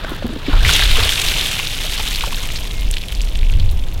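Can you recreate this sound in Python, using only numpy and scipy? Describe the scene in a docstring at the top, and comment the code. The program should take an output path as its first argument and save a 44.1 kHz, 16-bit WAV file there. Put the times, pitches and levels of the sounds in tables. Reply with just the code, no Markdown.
"""Rubber waders are tipped out over a lawn, in open air, with wind rumbling on a single microphone.
First the wet rubber flaps and creaks by stick-slip friction while the water slides down inside.
At about 0.6 s it gushes onto the grass: drop impacts splash and spray, and trapped air pockets glug.
From 2 s the stream thins to a trickle with single fat drops. Near 3 s a far bird whistles faintly
twice, and gusts buffet the microphone over the last drips."""
import sys
import numpy as np
from scipy import signal
from scipy.fft import rfft, irfft, next_fast_len
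from scipy.io import wavfile
from scipy.ndimage import uniform_filter1d

SR = 44100
rng = np.random.default_rng(int(sys.argv[2]) if len(sys.argv) > 2 else 0)


def pcm_store(signal):
    """Save signal as 16-bit PCM."""
    levels = np.round(np.clip(np.atleast_2d(signal), -1, 1) * 32767)
    wavfile.write(sys.argv[1], SR, levels.astype(np.int16).T)


N = 176400
TIME = np.arange(N) / SR


def from_db(db):
    """Amplitude ratio of a level in decibels."""
    return 10 ** (np.asarray(db) / 20)


def rms_one(x):
    """Normalisation to unit rms."""
    return x / np.sqrt(np.mean(x ** 2) + 1e-20)


def curve(rows):
    """Linear interpolation between (t/s, value) rows."""
    return np.interp(TIME, *np.transpose(rows))


def steady(x, window_s):
    """Division by the running rms: slow level changes go, faster detail stays."""
    size = max(int(window_s * SR), 8)
    power = uniform_filter1d(uniform_filter1d(x ** 2, size), size)
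    return x / np.sqrt(np.abs(power) + 1e-12)


def colour(x, points):
    """Minimum-phase filtering through (f/Hz, level/dB) points, to unit rms."""
    size = next_fast_len(N + SR // 2, real=True) // 2 * 2
    hz, db = np.transpose(points)
    log_hz = np.log(np.maximum(np.arange(size // 2 + 1) * SR / size, 1))
    cepstrum = irfft(np.log(from_db(np.interp(log_hz, np.log(hz), db))))
    cepstrum[1:size // 2] *= 2  # folding the cepstrum makes the filter causal
    cepstrum[size // 2 + 1:] = 0
    return rms_one(irfft(rfft(x, size) * np.exp(rfft(cepstrum)))[:N])


def ring(force, hz, t60):
    """Damped resonator: each impulse excites a sine that falls 60 dB in t60 seconds."""
    r, w = from_db(-60 / (t60 * SR)), 2 * np.pi * min(hz, .45 * SR) / SR
    return signal.lfilter([0, np.sin(w)], [1, -2 * r * np.cos(w), r * r], force + 1e-18)


def add(out, s, sound, db):
    """Superposition of a sound at time s, with peak level db."""
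    i = max(int(s * SR), 0)
    out[i:i + len(sound)] += (from_db(db) * sound / (np.abs(sound).max() + 1e-12))[:N - i]


def flicker(depth_db, length_s):
    """Log-normal modulation: a smooth random factor around 1."""
    size = max(int(length_s * SR), 2)
    smooth = uniform_filter1d(uniform_filter1d(rng.standard_normal(N), size), size)
    return from_db(depth_db * rms_one(smooth))


def open_air():
    """Ambient noise: stationary, and strongest at low frequencies."""
    # background spectrum: f/Hz, relative level/dB
    spectrum = [(40, -6.5), (120, 4.5), (250, -5.5), (500, -10), (1000, -15.5), (1500, -27), (3300, -21),
                (5500, -52), (15000, -39)]
    return from_db(-34.5) * colour(rng.standard_normal(N), spectrum)


def wind():
    """Turbulent pressure at the microphone: a slow rumble, with faster buffeting in strong gusts."""
    # envelopes: t/s, relative level/dB
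    rumble_levels = [(0, -26), (.46, -27), (.56, -4), (.68, -17.5), (.79, -18.5), (.92, -7.5),
                     (1.17, -25.5), (1.3, -17.5), (1.52, -28.5), (1.78, -22), (2.42, -19), (2.72, -22.5),
                     (2.88, -10.5), (3.07, -28.5), (3.2, -12.5), (3.32, -17.5), (3.43, -9), (3.68, -10),
                     (3.8, -13.5), (4, -20)]
    buffet_levels = [(0, -43), (.48, -44), (.54, -16), (.61, -30), (.66, -8.5), (.78, -33), (.9, -21),
                     (1.02, -19), (1.1, -37), (2.3, -37), (3.35, -34), (3.42, -22), (3.5, -23), (3.59, -12),
                     (3.75, -20.5), (3.87, -38), (4, -19.5)]
    # spectra: f/Hz, relative level/dB
    rumble_spectrum = [(6, -25.5), (16, 9), (30, 4.5), (50, -3), (80, -17), (120, -36), (200, -39.5),
                       (400, -43), (1000, -111)]
    buffet_spectrum = [(20, -1.5), (45, -6), (75, 9), (120, -5.5), (200, -22.5), (400, -55), (1000, -73)]
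    rumble = steady(colour(rng.standard_normal(N), rumble_spectrum), .045)
    buffet = steady(colour(rng.standard_normal(N), buffet_spectrum), .035)
    return from_db(curve(rumble_levels)) * rumble + from_db(curve(buffet_levels) - 1.5) * buffet


def drops(rate, low_hz, high_hz, cycles, wash_db, spread_db=3.3, count=20):
    """Shot noise: random drops of uneven size each excite one resonance, over a white-noise wash."""
    sizes = from_db(spread_db * np.minimum(rng.exponential(1, N), 4)) * rng.choice([-1, 1], N)
    impacts = sizes * (rng.random(N) < rate / SR)
    mode = rng.integers(0, count, N)
    pitches = np.geomspace(low_hz, high_hz, count)
    patter = sum(hz * ring(impacts * (mode == k), hz, cycles / hz) for k, hz in enumerate(pitches))
    return rms_one(patter) + from_db(wash_db) * rng.standard_normal(N)


def pour():
    """Impact noise of one lumpy stream: splash on the lawn, spray on the blades, churn in the puddle."""
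    # how finely the water falls: t/s, drop rate/(1/s)
    drop_rates = [(0, 9400), (.6, 4500), (.8, 4640), (1.4, 3630), (2.1, 1600), (2.8, 590), (3.4, 320),
                  (4, 230)]
    # envelopes: t/s, relative level/dB
    splash_levels = [(0, -36), (.13, -34.5), (.19, -37), (.42, -37.5), (.47, -29), (.635, -25.5),
                     (.67, -16), (.74, -13.5), (.88, -18.5), (1.06, -18), (1.14, -20), (1.4, -19.5),
                     (1.7, -26), (2.0, -24), (2.55, -30), (2.75, -33.5), (3.6, -37.5), (4.0, -41.5)]
    spray_levels = [(0, -53.5), (.42, -52.5), (.58, -44), (.645, -38), (.67, -25.5), (.74, -24.5),
                    (.9, -31.5), (1.07, -27), (1.4, -28.5), (1.7, -34.5), (2.03, -32), (2.5, -37.5),
                    (2.9, -43.5), (3.2, -43), (3.45, -48), (4.0, -49.5)]
    churn_levels = [(0, -33.5), (0.12, -28.5), (0.19, -35), (0.42, -36.5), (0.49, -31.5), (0.54, -21.5),
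                    (0.6, -28.5), (0.69, -23), (0.8, -23.5), (0.9, -30), (1.0, -21), (1.11, -27.5),
                    (1.55, -31.5), (1.68, -38.7), (1.97, -33), (2.5, -36), (3.0, -49), (4.0, -43)]
    # spectra: f/Hz, relative level/dB
    splash_spectrum = [(900, -9.5), (1600, -10), (2100, -3), (2700, 0.5), (3600, 2.5), (4500, -5),
                       (6000, -17), (9000, -19)]
    spray_spectrum = [(3000, -9), (5500, 3.5), (7500, 0.5), (10000, -1.5), (13000, -3.5), (16000, -10.5)]
    churn_spectrum = [(100, 19.5), (250, -2.5), (450, -2), (750, -2.5), (1200, 0.5), (1700, 2),
                      (2600, -12.5)]
    rate, lumps = curve(drop_rates), flicker(depth_db=1.5, length_s=.0072)
    splash = lumps * drops(rate, low_hz=1513, high_hz=6960, cycles=11.8, wash_db=-10)
    spray = lumps * drops(rate, low_hz=4500, high_hz=15900, cycles=5.9, wash_db=-12)
    churn = lumps * drops(.3 * rate, low_hz=255, high_hz=2010, cycles=27, wash_db=-2, spread_db=2.739)
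    return (from_db(curve(splash_levels) - .5) * steady(colour(splash, splash_spectrum), .063)
            + from_db(curve(spray_levels) + 1.5) * steady(colour(spray, spray_spectrum), .22)
            + from_db(curve(churn_levels) - .5) * steady(colour(churn, churn_spectrum), .045))


def rubber_creaks(slips_per_s=74):
    """Stick-slip friction: wet rubber lets go in short, nearly periodic runs of ticks."""
    # creaks: t/s, duration/s, mean peak level/dB, f/Hz
    creaks = [(0.04, .004, -24, 4500), (0.094, .05, -20, 11500), (0.15, .025, -17, 11500),
              (0.266, .018, -18, 11500)]
    out, impulse = np.zeros(N), signal.unit_impulse(SR // 5)
    for s, length_s, db, hz in creaks:
        for delay in np.arange(0, length_s, 1 / slips_per_s):
            late, strength = rng.standard_normal(2)
            add(out, s + delay + .0012 * late, ring(impulse, hz, 4 / hz), db + 3 * strength)
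    return out


def rubber_flaps(attack_cycles=.66):
    """Damped vibration: the legs flap and buckle, each time with a dull tone and rubbing noise."""
    # flaps: t/s, peak level/dB, f/Hz, 60 dB decay time/s
    flaps = [(0.043, -16, 660, 0.024), (0.047, -13.5, 1570, .02), (.116, -15, 312, 0.018),
             (.223, -16.5, 590, 0.032), (0.243, -10, 237, 0.11), (.252, -19.5, 540, .04),
             (.292, -19, 231, 0.11), (0.324, -23, 309, 0.14), (0.36, -14, 276, 0.044),
             (0.481, -10, 286, 0.066)]
    out, t = np.zeros(N), TIME[:SR // 5]
    for s, db, hz, t60 in flaps:
        envelope = (1 - np.exp(-(t * hz / attack_cycles) ** 2)) * from_db(-60 * t / t60)
        rub = rms_one(ring(rng.standard_normal(len(t)), hz * 1.06, 1.7 / hz))
        add(out, s, envelope * (np.sin(2 * np.pi * hz * t) + .57 * rub), db)
    return out


def splat(hz, decay_s, scatter_db, crack_db, cycles=5):
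    """Impact transient: a heavily damped slap with a thin crack, then a dying scatter of droplets."""
    t = TIME[:SR // 20]
    crack = np.diff(ring(signal.unit_impulse(len(t)), hz, cycles / hz), prepend=0)
    burst = np.diff(ring(crack, hz, cycles / hz), prepend=0)
    slap = rms_one(burst) + from_db(crack_db) * rms_one(crack)
    scatter = rms_one(signal.fftconvolve(rng.standard_normal(len(t)), slap)[:len(t)])
    envelope = (1 - np.exp(-t * hz / 2)) * np.exp(-t / decay_s)
    return slap / np.abs(slap).max() + from_db(scatter_db) * scatter * envelope


def landings():
    """Single impacts stand out from the stream; the smallest drops sound highest."""
    # tiny droplets on the blades: t/s, peak level/dB, f/Hz
    ticks = [(0.334, -32, 8500), (2.945, -28, 7600), (3.084, -25, 9100), (3.217, -20, 7240),
             (3.372, -23, 7600), (3.713, -30, 9500), (3.716, -28, 12500), (3.751, -36, 13000),
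             (3.938, -26, 13200)]
    # fat drops and lumps of water: t/s, peak level/dB, f/Hz, scatter time constant/s
    fat_drops = [(0.6494, -2, 2030, 0.0071), (.6545, -19, 4970, .006), (0.68, -12, 3040, 0.0025),
                 (.7305, -5.5, 3200, 0.0046), (.7355, -4, 5870, 0.0046), (.7835, -8, 3680, 0.0034),
                 (0.794, -4.5, 1800, 0.0024), (0.807, -16, 3400, .001), (0.8278, -4, 2950, .001),
                 (.836, -2, 3920, 0.0016), (.957, -6, 2780, .005), (1.036, -5, 3480, .004),
                 (1.092, -15, 2680, 0.0023), (1.0926, 4, 3030, 0.0018), (1.178, -5, 2700, 0.0033),
                 (1.2862, -2.5, 3600, 0.0023), (1.4114, -4, 3400, .004), (1.5922, -8.5, 2400, 0.0032),
                 (1.5986, -5.5, 2670, .003), (1.6717, -5, 3800, 0.0014), (1.9784, -7, 3400, .002),
                 (2.0765, -11, 3470, 0.012), (2.1492, -7, 3830, .001), (2.1587, -7, 4000, 0.0023),
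                 (2.2087, -6.5, 2800, 0.003), (2.2108, -14, 2980, 0.0036), (2.559, -14, 4200, 0.01)]
    # drips as the stream breaks up: t/s, peak level/dB, f/Hz
    drips = [(2.384, -21, 6500), (2.437, -16, 6500), (2.9124, -6, 8150), (2.9399, -8, 3400),
             (2.9665, -16.5, 2410), (2.9695, -7, 2720), (2.9831, -12, 3300), (3.0373, -16.5, 2720),
             (3.0846, -15, 3460), (3.1234, -12.5, 2960), (3.1505, -15.5, 4500), (3.2071, -14, 2880),
             (3.216, -13.5, 4870), (3.356, -11, 2900), (3.3903, -15.5, 3500), (3.431, -18, 2270),
             (3.4987, -16.5, 2570), (3.5383, -16.5, 2850), (3.5988, -13, 3500), (3.6029, -19, 3100),
             (3.6962, -27, 2930)]
    out = np.zeros(N)
    for s, db, hz in ticks:
        add(out, s, splat(hz, decay_s=.0034, scatter_db=-8, crack_db=-1), db)
    for s, db, hz, decay_s in fat_drops:
        add(out, s, splat(hz, decay_s, scatter_db=-8, crack_db=-7), db)
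    for s, db, hz in drips:
        add(out, s, splat(hz, decay_s=.0018, scatter_db=-9, crack_db=-6), db)
    return out


def glugs(cycles=24):
    """Bubble resonance: air pockets open with a wet slap, then ring and rise in pitch as they close."""
    # air pockets in stream and puddle: t/s, relative level/dB, starting f/Hz
    pockets = [(0.533, -21.5, 713), (0.691, -12.5, 1430), (0.821, -9.5, 1570), (0.984, -17.5, 424),
               (1.002, -16, 1080), (1.055, -22.5, 590), (1.593, -18, 980), (1.844, -25, 592),
               (1.995, -22.5, 800), (2.236, -14.5, 1000), (2.272, -22.5, 525), (2.324, -23, 1000),
               (2.432, -26, 1150)]
    out, t = np.zeros(N), TIME[:SR // 10]
    for s, db, hz in pockets:
        age = t * hz / cycles
        envelope = from_db(-60 * age) * (1 - np.exp(-t / .001))
        tone = np.sin(2 * np.pi * hz * t * (1 + .21 * age))
        add(out, s, splat(hz, decay_s=.0056, scatter_db=8, crack_db=-10), db - 2.5)
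        add(out, s + .0012, envelope * tone, db - 1.5)
    return out


def far_bird():
    """Two nearly pure tones, wavering by slight random frequency modulation."""
    # whistles: t/s, duration/s, f/Hz, peak level/dB
    whistles = [(2.72, .14, 2140, -37), (2.954, 0.14, 2480, -44)]
    out, waver = np.zeros(N), flicker(depth_db=.06, length_s=.006)
    for s, length_s, hz, db in whistles:
        size = int(length_s * SR)
        phase = 2 * np.pi * np.cumsum(hz * waver[:size]) / SR
        add(out, s, np.sin(phase) * np.sqrt(np.hanning(size)), db)
    return out


def scene():
    """Superposition: all sources sum at one microphone, alike in both channels."""
    pressure = open_air() + wind() + pour() + rubber_creaks() + rubber_flaps()
    pressure += landings() + glugs() + far_bird()
    return np.tile(pressure, (2, 1))


def record(dry, ceiling=.95, cutoff_hz=15900):
    """Soft saturation rounds the peaks; a steep low-pass filter limits the bandwidth."""
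    rounded = dry / (1 + (dry / ceiling) ** 6) ** (1 / 6)
    return signal.sosfilt(signal.ellip(12, .1, 80, cutoff_hz, fs=SR, output="sos"), rounded)


dry = scene()
out = record(dry)
pcm_store(out)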